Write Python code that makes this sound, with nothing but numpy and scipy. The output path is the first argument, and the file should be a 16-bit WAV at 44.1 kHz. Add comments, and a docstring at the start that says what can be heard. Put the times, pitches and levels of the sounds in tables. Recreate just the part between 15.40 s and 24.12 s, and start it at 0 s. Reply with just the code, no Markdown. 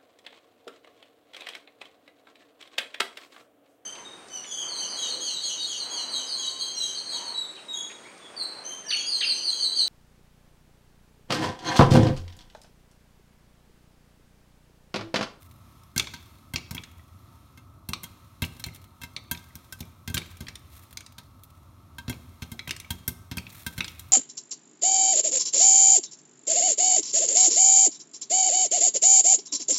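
"""Popcorn pops in hot oil in a pot with a glass lid, heard from just above it in a small kitchen.
Each bursting hull is an impulsive source: it cracks, excites standing waves in the pot's air and
thumps the lid with its puff. Flying kernels strike the glass and the wall, or drop back on the heap.
Water boiling off in the oil sizzles, steam spurts, and the stove rumbles underneath."""
import sys
import numpy as np
from scipy import signal
from scipy.fft import rfft, irfft, next_fast_len
from scipy.io import wavfile
from scipy.ndimage import uniform_filter1d, map_coordinates

SR = 44100
rng = np.random.default_rng(int(sys.argv[2]) if len(sys.argv) > 2 else 0)


def int16_out(signal):
    """Quantize to a 16-bit WAV file."""
    q = np.round(np.clip(np.atleast_2d(signal).T, -1, 1) * 32767)
    wavfile.write(sys.argv[1], SR, q.astype(np.int16))


N = 384552


def amp(db):
    """Amplitude ratio of a level in decibels."""
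    return 10 ** (np.asarray(db) / 20)


def unit(x):
    """Normalisation to rms 1."""
    return x / np.sqrt(np.mean(x ** 2) + 1e-20)


def along(points, hz):
    """Interpolation of (f/Hz, value) points on a logarithmic frequency axis."""
    f, values = np.transpose(points)
    return np.interp(np.log(hz + 1), np.log(f + 1), values)


def wobble(rate_hz):
    """Random modulation: a smooth curve through rate_hz Gaussian values a second."""
    knots = rng.standard_normal(int(N * rate_hz / SR) + 4)
    return map_coordinates(knots, [np.arange(N) * rate_hz / SR])


def filtered(x, response):
    """Linear filtering: the spectrum of x times a frequency response."""
    size = next_fast_len(len(x) + SR // 4)
    return irfft(rfft(x, size) * response(np.fft.rfftfreq(size, 1 / SR)), size)[:len(x)]


def noise(colour):
    """Spectral shaping of white noise, at rms 1."""
    return unit(filtered(rng.standard_normal(N), lambda hz: amp(along(colour, hz))))


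def add(track, start_s, sound):
    """Superposition of a sound on the track."""
    part = track[max(round(start_s * SR), 0):][:len(sound)]
    part += sound[:len(part)]


def causal(colour, size=512):
    """Causality: the minimum-phase impulse response of this colour, with energy 1."""
    cepstrum = irfft(np.log(amp(along(colour, np.fft.rfftfreq(size, 1 / SR)))))
    response = irfft(np.exp(rfft(2 * cepstrum[:size // 2], size)))
    return response / np.linalg.norm(response)


def burst(colour, envelope, body_db, treble_db, split_hz=6800, ripple_db=2.5, treble_t60=0.2):
    """Frequency-dependent damping: a noisy impact whose treble dies before its body."""
    excitation = rng.standard_normal(len(envelope)) * envelope
    impact = signal.fftconvolve(excitation, causal(colour))[:len(envelope)]
    damped = impact * amp(-60 * np.arange(len(impact)) / SR / treble_t60)
    ripple = ripple_db * rng.standard_normal(size=80)  # no two kernels have the same colour
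    ripple_at = lambda hz: np.interp(hz, np.linspace(0, SR / 2, len(ripple)), ripple)
    low = lambda hz: 1 / (1 + (hz / split_hz) ** 4)
    gain = lambda hz: amp(ripple_at(hz) + treble_db + (body_db - treble_db) * low(hz))
    body = filtered(unit(impact), lambda hz: gain(hz) * low(hz))
    treble = filtered(unit(damped), lambda hz: gain(hz) * (1 - low(hz)))
    return (body + treble) * np.sqrt(np.mean(envelope ** 2))


def ring(modes, t, drive_db, scatter_db, detune=0.005):
    """Free vibration: a sum of damped modes, slightly detuned by the shifting heap."""
    hz, db, t60 = np.transpose(modes)[:, :, None]
    strength_db = db + drive_db[:, None] + scatter_db * rng.standard_normal(hz.shape)
    phase = 2 * np.pi * rng.random(hz.shape)
    hz = hz * (1 + detune * rng.standard_normal(hz.shape))
    partials = amp(strength_db - 60 * t / t60) * np.sin(2 * np.pi * hz * t + phase)
    return np.sum(partials, 0) * (1 - np.exp(-t / 0.0011))


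# spectrum of the stove's rumble: f/Hz, relative level/dB
RUMBLE_COLOUR = [(20, -34.5), (87, 1.5), (185, -16), (240, -13.5), (369, -22), (454, -32.5), (585, -25),
                 (900, -37), (1170, -61.5), (1980, -120)]
# bands of the burner's rush: f/Hz, half-width/Hz, relative level/dB
BURNER_BANDS = [(690, 92, -10.5), (914, 7.6, 1), (1134, 150, -2), (1299, 37, 0)]
def stove():
    """Broadband and narrowband noise: the burner's low rumble and its hollow rush under the pot."""
    bands = lambda f: sum(amp(db) / (1 + ((f - hz) / width) ** 2) for hz, width, db in BURNER_BANDS)
    rush = unit(filtered(rng.standard_normal(N), bands))
    return amp(-53 + wobble(5.1)) * noise(RUMBLE_COLOUR) + amp(-63.5) * rush


def boiling(simmer_db=-78.5, rise_s=0.03, fall_s=0.29):
    """Incoherent sources add in power: the envelope of a simmer plus a flare after every pop."""
    t = np.arange(2 * SR) / SR
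    flare = np.exp(-t / fall_s) * (1 - np.exp(-t / rise_s))
    power = np.full(N, amp(simmer_db) ** 2)
    for start_s, crack_db, *_ in POPS:
        flare_db = -50.5 + 0.57 * crack_db  # spilled water hisses more after a harder crack
        add(power, start_s, (amp(flare_db) * flare) ** 2)
    return np.sqrt(power)


# spectra of the hiss of oil and of steam: f/Hz, relative level/dB
OIL_COLOUR = [(1000, 0), (1700, 3), (3700, 4), (5000, 1.5), (8000, -2.5), (12000, 0.5), (16000, -9.5)]
STEAM_COLOUR = [(600, -2.5), (2300, 0), (3700, 3), (6000, -2), (12000, 0), (16000, -2)]
# the loudest drops of water spitting in the oil: t/s, relative level/dB
SPITS = [(0.112, -40.5), (0.435, -42), (1.515, -41), (3.167, -37), (3.36, -32), (3.4416, -38), (4.97, -35),
         (5.509, -36), (5.528, -32), (5.7227, -38.5), (6.103, -42.5)]
def sizzle(crackles_per_s=38, spread_db=7.5, crackle_t60=0.038):
    """Vaporisation of water in hot oil: a restless hiss, flares of steam, crackles and single spits."""
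    boil, t = boiling(), np.arange(SR // 10) / SR
    impulses = (rng.random(N) < crackles_per_s / SR) * boil
    impulses *= amp(-3 + spread_db * np.minimum(rng.exponential(size=N), 2))
    for start_s, db in SPITS:
        impulses[round(start_s * SR)] = amp(db - 11)
    crackle = signal.fftconvolve(impulses, amp(-60 * t / crackle_t60))[:N] * noise(STEAM_COLOUR)
    steam = amp(0.93 * wobble(26)) * boil * noise(STEAM_COLOUR)
    hiss = amp(-68.5 + 3.6 * wobble(3.3)) * noise(OIL_COLOUR)
    return hiss + steam + crackle


# jets of steam: t/s at the peak, level/dB, half-length/s
SPURTS = [(0.013, -61, 0.17), (5.38, -54.5, 0.077), (8.172, -49.5, 0.091), (8.334, -59.5, 0.05),
          (8.51, -56, 0.19)]
# spectrum of their spray: f/Hz, relative level/dB
SPRAY_COLOUR = [(600, -4), (2000, 1.5), (3700, 1), (6000, -3), (12500, 1.5), (16000, -1.5)]
def spurts(flutter_db=2.5, droplets_per_s=900, droplet_t60=0.019, spread_db=5):
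    """Shot noise: steam sputters from split kernels in a spray of tiny bursting droplets."""
    t = np.arange(N) / SR
    flow = sum(amp(db) * np.exp(-((t - peak_s) / half_s) ** 2) for peak_s, db, half_s in SPURTS)
    arrivals = rng.random(N) < droplets_per_s / SR
    sizes = arrivals * amp(spread_db * np.minimum(rng.exponential(size=N), 3))
    droplets = unit(signal.fftconvolve(sizes, amp(-60 * t[:SR // 10] / droplet_t60))[:N])
    return flow * amp(flutter_db * wobble(70)) * droplets * noise(SPRAY_COLOUR)


# peaks and hollows in what leaves the pot: f/Hz, bandwidth/Hz, gain/dB
POT_TRANSMISSION = [(2125, 100, 3.5), (3000, 190, -7.5), (4140, 380, 1), (4710, 330, -8), (7720, 300, -8),
                    (10470, 540, -7.5)]
def vented(x):
    """Selective transmission: the covered pot lets some bands out and holds others in."""
    bell = lambda f, hz, width: 1j * f * width / (hz * hz - f * f + 1j * f * width)
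    bands = lambda f: [1 + (amp(db) - 1) * bell(f, hz, width) for hz, width, db in POT_TRANSMISSION]
    return filtered(x, lambda f: np.prod(bands(f), 0))


# bursting kernels: t/s, relative level/dB of crack, treble, thump and ring, angle around the pot/deg
POPS = [(0.5615, -21, -38, -30, -33, 64), (0.7373, -23, -51.5, -45.5, -39.5, 22),
        (1.1366, -24, -39, -33.5, -34, 62), (1.3091, -24.5, -42, -35, -46, 18),
        (1.347, -30, -41, -36, -42, 42), (2.1746, -41.5, -58, -51.5, -49, 55),
        (2.488, -27, -34, -31.5, -39, 49), (2.6331, -36.5, -37.5, -47, -44, 61),
        (2.639, -27.5, -44, -48, -42, 26), (3.02, -17.5, -34.5, -27.5, -29, 57),
        (3.0477, -31, -41.5, -56, -55, 45), (3.1957, -33.5, -45, -59, -46, 45),
        (3.263, -37, -42.5, -36.5, -42, 54), (3.3465, -38, -48, -52, -60, 45),
        (3.6154, -30.5, -49, -55, -40, 50), (3.6346, -26.5, -43.5, -43, -37.5, 55),
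        (3.9121, -19, -26, -36.5, -27.5, 25.5), (4.1538, -34, -41.5, -47, -54, 28),
        (4.324, -27, -39, -51, -44, 86), (4.4043, -27, -42, -35, -54, 38),
        (4.676, -20, -42.5, -34.5, -37.5, 61), (4.699, -36, -45, -36.5, -41, 20),
        (4.743, -18.5, -27, -31.5, -34, 82), (5.0054, -27.5, -46, -35.5, -46, 66),
        (5.7814, -27.5, -50.5, -49, -47.5, 24), (6.0342, -46, -47, -70, -70, 45),
        (6.5836, -28, -48, -46.5, -35, 20), (6.6795, -21.5, -55, -29.5, -43, 43),
        (6.6961, -24.5, -36.5, -30.5, -32, 56), (7.0206, -21.5, -48, -36.5, -41, 54),
        (7.1168, -31, -42, -37, -45, 65), (7.2756, -26, -46, -40.5, -40, 34),
        (7.5048, -20.5, -32, -34, -32, 32), (7.678, -20.5, -22.5, -33, -37, 60),
        (7.9133, -19, -49, -34.5, -38, 50), (7.97, -26.5, -37.5, -35, -35.5, 33),
        (8.2641, -21, -33.5, -34.5, -34.5, 4.6), (8.3788, -21, -40, -34.5, -39.5, 78),
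        (8.593, -33, -41, -54.5, -52, 45)]
# spectrum of a tearing hull: f/Hz, relative level/dB
CRACK_COLOUR = [(150, -14.5), (400, -12.5), (750, -9.5), (1700, -6), (2300, -5), (3800, 1.5), (5000, 0),
                (9000, 1), (12500, 4.5), (16000, -2.5)]
def pops(puff_delay_s=0.001495):
    """Impulsive excitation: a hull tears in quick snaps, rings the pot's air and puffs at the lid."""
    track, t = np.zeros(N), np.arange(SR // 2) / SR
    envelope = (amp(-60 * t / 0.039) + amp(-6.5 - 60 * t / 0.13)) * (1 - np.exp(-t / 0.00046))
    for start_s, crack_db, treble_db, thump_db, ring_db, angle_deg in POPS:
        snaps_db = 3.3 * unit(uniform_filter1d(rng.standard_normal(len(t)), size=30))
        tearing = envelope * amp(snaps_db)
        tearing *= np.linalg.norm(envelope) / np.linalg.norm(tearing)
        crack = burst(CRACK_COLOUR, tearing, crack_db - 6, treble_db + 2)
        air = amp(ring_db) * pot_air(t, angle_deg)
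        puff = amp(thump_db + 5) * thump(t) + amp(thump_db) * shudder(t)
        add(track, start_s, kitchen(crack, wet_db=-18) + kitchen(air, wet_db=-19.5))
        # the kernel swells just after its hull cracks
        add(track, start_s + puff_delay_s, kitchen(puff, wet_db=-14))
    return track


# air modes with 1, 2, 3... waves around the wall: f/Hz, relative level/dB, T60/s
AIR_MODES = [(951.3, -6, 0.12), (1564, 3, 0.084), (2120, -2, 0.061), (2657, -4, 0.1), (3238, 0.5, 0.09),
             (3980, -11.5, 0.055)]
def pot_air(t, angle_deg, node_leak=0.14):
    """Standing waves: a kernel drives a mode strongly at an antinode and weakly at a node."""
    orders = np.arange(len(AIR_MODES)) + 1
    coupled_power = np.cos(orders * np.radians(angle_deg)) ** 2 + node_leak
    return ring(AIR_MODES, t, 10 * np.log10(coupled_power), scatter_db=2)


# the lid heaving on its air cushion and the pot on the stove: f/Hz, relative level/dB, T60/s
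HEAVE_MODES = [(84.5, 2, 0.085), (112.5, -14.5, 0.34), (173.7, -9.5, 0.2), (239.2, -4, 0.1)]
def thump(t, scatter_db=2, low_cut_hz=60):
    """Mass-spring resonance: a push lifts the lid, and the modes swing with or against each other."""
    swing = 0
    for k, (hz, db, t60) in enumerate(HEAVE_MODES):
        detune, strength = rng.standard_normal(2)
        polarity = (-1) ** (k // 2)
        decay = amp(db + scatter_db * strength - 60 * t / t60)
        swing += polarity * decay * np.sin(2 * np.pi * hz * (1 + 0.033 * detune) * t)
    low_cut = signal.butter(2, low_cut_hz, "high", fs=SR)  # the swing keeps no deep bass and no steady offset
    return signal.lfilter(*low_cut, swing * (1 - np.exp(-t / 0.001)))


# spectrum of the shaking pot: f/Hz, relative level/dB
SHUDDER_COLOUR = [(150, -13.5), (330, 3), (480, -7), (900, -9), (2500, -34)]
def shudder(t, level_db=-14, t60=0.25):
    """Damped random vibration: pot, lid and loose kernels shake after a blow, hollow and unpitched."""
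    shake = signal.fftconvolve(rng.standard_normal(len(t)), causal(SHUDDER_COLOUR))[:len(t)]
    return amp(level_db - 60 * t / t60) * shake


# reverberation time of the kitchen: f/Hz, T60/s
KITCHEN_T60 = [(80, 0.86), (250, 0.79), (1000, 1), (3000, 0.76), (8000, 0.55), (15000, 0.22)]
def kitchen(x, wet_db):
    """Reverberation: direct sound plus a diffuse tail, drawn anew for each sound in the pot."""
    hz, t, spectra = signal.stft(rng.standard_normal(SR // 2), SR, nperseg=256)
    decay = amp(-60 * t / along(KITCHEN_T60, hz)[:, None])
    tail = signal.istft(spectra * decay, SR, nperseg=256)[1]
    tail *= 1 - np.exp(-np.arange(len(tail)) / SR / 0.0036)  # reflections take a moment to build
    return x + amp(wet_db) * signal.fftconvolve(x, tail / np.linalg.norm(tail))[:len(x)]


# kernels striking lid and wall: t/s, relative level/dB of knock and treble, f/Hz of the clack
STRIKES = [(0.5782, -16.5, -21.5, 5300), (0.5965, -15.5, -26, 3110), (0.6225, -43, -43, 2280),
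           (0.6708, -31.5, -53, 1650), (1.1592, -18, -39, 4530), (1.181, -34, -53, 2320),
           (1.3791, -26, -80, 2650), (1.436, -36.5, -52, 6400), (2.5336, -21.5, -36, 4050),
           (3.04, -26.5, -75, 3050), (3.24, -28.5, -31, 2370), (3.764, -25, -47, 3500),
           (3.9477, -35, -84, 1960), (3.974, -38, -59, 5350), (4.7694, -17, -68, 4080),
           (4.7773, -23, -27.5, 3130), (5.0676, -36, -62, 1660), (5.0833, -30.5, -44, 2780),
           (5.155, -36, -43.5, 7250), (5.572, -31, -33, 4050), (5.6063, -38.5, -49, 2720),
           (5.663, -40.5, -45, 4570), (6.727, -33.5, -75, 2670), (7.1923, -30.5, -50, 2300),
           (7.292, -27, -47, 2600), (7.3083, -22.5, -29, 2860), (7.364, -37, -39, 4900),
           (7.4, -38, -34, 3400), (7.982, -29, -38, 2500), (8.067, -35.5, -78, 2550),
           (8.101, -47, -54, 4470), (8.388, -46, -55, 5500), (8.406, -20, -47, 2160),
           (8.4441, -28.5, -42, 3240), (8.4796, -30.5, -49, 4640)]
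def strikes(ticks=2, rebound_db=-25, tumble_s=0.11):
    """Impact and rebound: a kernel clacks on lid or wall, which rings, then tumbles with soft ticks."""
    track, t = np.zeros(N), np.arange(SR // 2) / SR
    for start_s, knock_db, treble_db, pitch_hz in STRIKES:
        sound = clack(t, pitch_hz, knock_db, treble_db + 9)
        sound += amp(knock_db - 22) * lid_ring(t, pitch_hz)
        sound += amp(knock_db - 20) * thump(t) + amp(knock_db - 13.5) * shudder(t)
        for lateness, hardness in rng.random((ticks, 2)):
            tick_db = knock_db + rebound_db - 8 * lateness
            tick = clack(t[:SR // 10], 1700 * 2 ** hardness, tick_db, tick_db - 31)
            add(sound, 0.015 + tumble_s * lateness, tick)
        add(track, start_s, kitchen(sound, wet_db=-17.5))
    return track


# spectrum of a kernel's contact: f/Hz, relative level/dB
KNOCK_COLOUR = [(150, -9.5), (600, -25), (1000, -7.5), (1800, -6), (2300, -1), (3500, -1), (5000, -2.5),
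                (9000, -8.5), (16000, -23)]
def clack(t, pitch_hz, knock_db, treble_db, note_db=-7, note_t60=0.02, skirt_db=4):
    """Heavy damping: a contact gives a dry snap and a note that the kernel is too soft to hold."""
    contact = (amp(-60 * t / 0.02) + amp(-15.5 - 60 * t / 0.12)) * (1 - np.exp(-t / 0.0004))
    note_envelope = amp(knock_db + note_db - 60 * t / note_t60) * (1 - np.exp(-t / 0.00055))
    note = note_envelope * np.sin(2 * np.pi * pitch_hz * t)
    # the snap is strongest within an octave of the note
    colour = [(hz, db - skirt_db * min(abs(np.log2(hz / pitch_hz)), 1)) for hz, db in KNOCK_COLOUR]
    return burst(colour, contact, knock_db + 0.5, treble_db + 0.5, ripple_db=5) + note


# modes of the glass lid and the metal wall: f/Hz, relative level/dB, T60/s
LID_MODES = [(1277, -2, 0.19), (2220, -4, 0.14), (2295, 6, 0.14), (2600, 3.5, 0.074), (3700, -4, 0.1),
             (4200, -3.5, 0.1), (6850, -6.5, 0.11)]
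def lid_ring(t, pitch_hz, fall_db_per_octave=6):
    """Resonance: a clack drives mostly those modes of lid and wall that lie near its own pitch."""
    octaves = np.abs(np.log2(np.transpose(LID_MODES)[0] / pitch_hz))
    return ring(LID_MODES, t, -fall_db_per_octave * octaves, scatter_db=2.5)


# kernels dropping back on the heap, and at 7.14 s a falling drop: t/s, level/dB, f/Hz
BOUNCES = [(1.3674, -33, 2220), (1.594, -47.5, 1940), (3.2847, -37.5, 2140), (4.1056, -49, 2010),
           (4.4267, -42, 2330), (4.8165, -32, 2290), (7.1434, -46, 716), (7.274, -29, 2010),
           (7.446, -36.5, 2300)]
def bounces(t60=0.025, rustle_db=-5):
    """Soft impact: a light, fluffy kernel or a falling drop lands with a short dull pip in a puff of rustle."""
    track, t = np.zeros(N), np.arange(SR // 4) / SR
    touch = amp(-60 * t / t60) * (1 - np.exp(-t / 0.0012))
    for start_s, db, hz in BOUNCES:
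        pip = amp(db) * touch * np.sin(2 * np.pi * hz * t)
        rustle = burst([(hz / 2, -10), (hz, 0), (4 * hz, -24)], touch, db + rustle_db, db - 2)
        add(track, start_s, kitchen(pip + rustle, wet_db=-11.5))
    return track


def scene():
    """Superposition of the sound leaving the covered pot and the stove beneath it."""
    inside = pops() + strikes() + bounces() + sizzle() + spurts()
    return (vented(inside) + stove())[None]


def record(dry):
    """Band limiting: a steep low-pass removes the highest treble."""
    cutoff_hz = 15900
    return filtered(dry[0], lambda hz: 1 / np.sqrt(1 + (hz / cutoff_hz) ** 200))[None]


dry = scene()
out = record(dry)
int16_out(out)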